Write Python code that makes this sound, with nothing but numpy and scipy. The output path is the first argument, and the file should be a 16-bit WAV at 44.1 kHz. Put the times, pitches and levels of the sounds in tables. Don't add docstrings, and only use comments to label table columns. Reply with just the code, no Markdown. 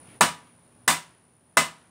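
import sys
import numpy as np
from scipy import signal
from scipy.fft import rfft, irfft, next_fast_len
from scipy.io import wavfile
from scipy.ndimage import map_coordinates

SR = 44100
rng = np.random.default_rng(int(sys.argv[2]) if len(sys.argv) > 2 else 0)


def wav_out(sig):
    wavfile.write(sys.argv[1], SR, np.round(np.clip(np.atleast_2d(sig).T, -1, 1) * 32767).astype(np.int16))


def to_linear_factor(level_db):
    exponent = np.asarray(level_db, float) / 20
    return 10 ** exponent


N = 83790

# t/s, level/dB, tilt/(dB per octave), wall echo/dB
BLOWS = [
    (0.209, -13, -1, -21),
    (.8780, -13, 0.5, -4),
    (1.5709, -11, -0.5, -25.5),
]


def unit(x):
    return x / np.sqrt(np.mean(x ** 2) + 1e-20)


def noise(n):
    return rng.standard_normal(n)


def along(points, hz):
    f, v = np.transpose(points)
    return np.interp(np.log(hz + 1), np.log(f + 1), v)


def filtered(x, response):
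    n = x.shape[-1]
    m = next_fast_len(n + SR // 4)
    return irfft(rfft(x, m) * response(np.fft.rfftfreq(m, 1 / SR)), m)[..., :n]


def peak(hz, width_hz):
    return lambda f: 1j * f * width_hz / (hz * hz - f * f + 1j * f * width_hz)


def wobble(rate_hz, size=N):
    knots = noise(int(size * rate_hz / SR) + 4)
    return map_coordinates(knots, [np.arange(size) * rate_hz / SR])


def decay(t, t60_s, db=0):
    return to_linear_factor(db - 60 * t / t60_s)


def rise(t, tau_s):
    return 1 - np.exp(-t / tau_s)


def sine(hz, t):
    return np.sin(2 * np.pi * hz * t)


def add(out, s, x):
    part = out[round(s * SR):][:len(x)]
    part += x[:len(part)]


def far_wash():
    # f/Hz, density/(dB per Hz)
    wash_bands = [(15, -68.5), (25, -30.5), (109, -3), (209, -10), (242, -6), (392, -11), (1030, -15),
                  (1250, -18), (8000, -35), (10400, -70.5), (17600, -120)]
    wash = unit(filtered(noise(N), lambda f: to_linear_factor(along(wash_bands, f))))
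    return wash * to_linear_factor(-54 + 0.4 * wobble(6.5))


def machine_hum():
    # f/Hz, width/Hz, level/dB
    hum_tones = [(120, 12, -63), (176, 7.2, -64), (239.8, 2.7, -62.5)]
    return sum(to_linear_factor(db) * unit(filtered(noise(N), peak(hz, width_hz))) for hz, width_hz, db in hum_tones)


def air_hiss():
    return to_linear_factor(-69) * unit(filtered(noise(N), lambda f: peak(13500, 6000)(f) ** 2 * (f > 11500)))


def cloth_swish():
    centre_s, spread_s = 0.115, 0.045
    t = np.arange(N) / SR
    colour = lambda f: peak(2350, 1800)(f) ** 2 + 0.068 * peak(5000, 4000)(f)
    swell = np.exp(-0.5 * ((t - centre_s) / spread_s) ** 2)
    return to_linear_factor(-59) * unit(filtered(noise(N), colour)) * swell


def cicadas():
    buzz_hz, buzz_depth = 69.7, 0.35
    # f/Hz, width/Hz, level/dB
    cicada_bands = [(9250, 500, -10), (9660, 280, 3.5), (10220, 400, -2)]

    def body(f):
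        bands = sum(to_linear_factor(db) * abs(peak(hz, w)(f) * peak(hz, 2 * w)(f)) for hz, w, db in cicada_bands)
        return bands / (1 + (f / 10750) ** 60)

    cycles = buzz_hz * np.arange(N) / SR + 0.08 * wobble(4)
    buzz = 1 + buzz_depth * np.sin(2 * np.pi * cycles)
    return to_linear_factor(-57 + 0.8 * wobble(17)) * unit(filtered(buzz * noise(N), body))


def toy_ticks():
    # t/s, level/dB
    ticks = [
        (0.472, -57),
    ]
    out = np.zeros(N)
    t = np.arange(int(0.5 * SR)) / SR
    for s, db in ticks:
        burst = filtered(noise(len(t)), peak(3000, 6000)) * decay(t, 0.048)
        ping = sine(1200, t) * decay(t, 0.05, 1)
        add(out, s, to_linear_factor(db) * (burst + ping))
    return out


def dying(colour, n):
    # f/Hz, t60/s
    patio_decay = [(70, 0.33), (200, 0.27), (1000, 0.23), (4000, 0.26), (12000, .21)]
    t = np.arange(n) / SR
    dense = unit(filtered(noise(n), colour))
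    hz, t60_s = np.transpose(patio_decay)
    out = np.zeros(n)
    for k in range(len(hz)):
        share = np.c_[hz, np.arange(len(hz)) == k]
        out += filtered(dense, lambda f: along(share, f)) * decay(t, t60_s[k])
    return out


def strike_colour(tilt_db):
    # f/Hz, density/(dB per Hz)
    clatter_bands = [(40, -61), (70, -34.5), (165, -8.5), (450, -13), (1000, -3.5), (3000, -9.5),
                     (4200, -12), (16000, -13.5)]
    return lambda f: to_linear_factor(along(clatter_bands, f) + tilt_db * np.log2((f + 50) / 2000))


def clatter(colour, wall_db, t):
    wall_s, wall_rise_s = 0.022, 0.002
    wall = to_linear_factor(wall_db) * rise(np.maximum(t - wall_s, 0), wall_rise_s)
    return (rise(t, 0.00067) + wall) * dying(colour, len(t))


def fence(colour, t):
    far = unit(filtered(noise(len(t)), lambda f: colour(f) / (1 + (f / 5000) ** 2)))
    return far * decay(t, 0.65, -25) * rise(t, 0.033)


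def boom(t):
    # f/Hz, t60/s, level/dB
    room_modes = [(82.6, 0.32, -24.5), (162.4, 0.33, -15), (221.7, 0.11, -10.5), (264.1, 0.18, -12.5)]
    return sum(decay(t, t60_s, db) * sine(hz, t) for hz, t60_s, db in room_modes) * rise(t, 0.006)


def shiver(t):
    u = t * 454
    return np.sin(2 * np.pi * u) * u * np.exp(-u * u / 2) * to_linear_factor(-6.5)


def crack(t):
    return unit(filtered(noise(len(t)), peak(8400, 7200))) * decay(t, 0.014, 2)


def knock(k, t):
    # lag/s, level/dB, f/Hz, length/s
    toy_knocks = [
        (.0017, 12, 1050, 0.00053),
        (.0026, 7, 1710, 0.00092),
        (.0016, 13, 1243, 0.00054),
    ]
    lag_s, db, hz, length_s = toy_knocks[k]
    u = t - lag_s
    return -np.cos(2 * np.pi * hz * u) * np.exp(-(u / length_s) ** 2) * to_linear_factor(db)


def fine_ring(hz, colour, t):
    n = len(hz)
    level = colour(hz) * np.sqrt(hz / 1000) * to_linear_factor(-19 + 3.5 * noise(n))
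    t60_s = 0.22 * np.exp(0.06 * noise(n))
    tones = np.sin(2 * np.pi * (np.outer(hz, t) + rng.random((n, 1))))
    return rise(t, 0.0022) * (level @ (tones * decay(t, t60_s[:, None])))


def blade_ring(k, t):
    waver_rad = 0.7
    # f/Hz, t60/s, level/dB at blows 1, 2, 3
    blade_modes = [(669, .2, -10, -15.5, -9), (753, 0.081, -14.5, -4, -13), (975, 0.3, -4.5, -6.5, -10.5),
                   (1160, 0.3, -8.5, -21, -13.5), (1239, .25, -5, -16.5, -4.5),
                   (1460, 0.14, -13.5, -12, -19.5), (1742, 0.16, -2, -7.5, -5),
                   (2034, .2, -11.5, -3.5, -1.5), (2694, 0.23, -13.5, -16.5, -10),
                   (2943, 0.24, -10, -13.5, -8.5), (3546, 0.28, -16, -12.5, -42),
                   (6320, 0.1, -23, -14, -44), (5060, .22, -19, -11, -18.5),
                   (8440, 0.19, -13, -10.5, -13.5)]
    n = len(t)
    ring = np.zeros(n)
    for hz, t60_s, *blow_db in blade_modes:
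        phase = 2 * np.pi * (hz * t + rng.random()) + waver_rad * wobble(30, size=n)
        ring += decay(t, t60_s, blow_db[k]) * np.sin(phase)
    ring *= rise(t, 0.001)
    echo = dying(np.ones_like, n)
    wet = signal.fftconvolve(ring * decay(t, 0.18), echo / np.linalg.norm(echo))[:n]
    return to_linear_factor(-2) * (ring + to_linear_factor(-2) * wet)


def shovel():
    shiver_lead_s = 0.0025
    out = np.zeros(N)
    t = np.arange(int(0.5 * SR)) / SR
    fine_hz = np.exp(rng.uniform(np.log(500), np.log(10500), size=110))
    for k, (s, db, tilt_db, wall_db) in enumerate(BLOWS):
        colour = strike_colour(tilt_db)
        patio = clatter(colour, wall_db, t) + fence(colour, t) + boom(t)
        impact = crack(t) + knock(k, t)
        blade = fine_ring(fine_hz, colour, t) + blade_ring(k, t)
        add(out, s, to_linear_factor(db) * (patio + impact + blade))
        add(out, s - shiver_lead_s, to_linear_factor(db) * shiver(t))
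    return out


def scene():
    background = far_wash() + machine_hum() + air_hiss() + cicadas()
    highpass = lambda f: (1j * f / (55 + 1j * f)) ** 2
    strikes = to_linear_factor(7.5) * filtered(shovel() + toy_ticks(), highpass)
    return (background + cloth_swish() + strikes)[None]


def causal(points):
    cep = irfft(np.log(to_linear_factor(along(points, np.fft.rfftfreq(8192, 1 / SR)))))
    cep[1:4096] *= 2
    cep[4097:] = 0
    return irfft(np.exp(rfft(cep)))[:4096]


def band_limit(x):
    return signal.sosfilt(signal.butter(12, 17020, fs=SR, output="sos"), x)


def record(dry):
    top_hz, attack_top_hz, attack_s = 15750, 16950, 0.006
    # f/Hz, level/dB
    mic_points = [(200, 0.5), (6000, -0.5), (9000, 3.5), (10300, -1.5), (11800, -13.5), (14000, -4),
                  (15500, -9.5)]
    # t/s, level/dB
    gain_points = [
        (0, -0.5),
        (0.168, 0),
        (0.204, -8),
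        (0.849, -7),
        (0.875, -10),
        (1.541, -10),
        (1.568, -11.5),
        (1.9, -10),
    ]
    t = np.arange(N) / SR
    gain = to_linear_factor(np.interp(t, *np.transpose(gain_points)))
    x = signal.fftconvolve(dry, causal(mic_points)[None])[:, :N] * gain
    below = lambda hz: filtered(x, lambda f: 0.5 - 0.5 * np.tanh((f - hz) / 60))
    attack = sum(np.exp(-((t - blow[0] - 0.002) / attack_s) ** 4) for blow in BLOWS)
    low = below(top_hz)
    mix = low + 0.4 * attack * (below(attack_top_hz) - low)
    limited = mix / (1 + np.abs(mix / 0.95) ** 8) ** (1 / 8)
    return band_limit(limited)


dry = scene()
out = record(dry)
wav_out(out)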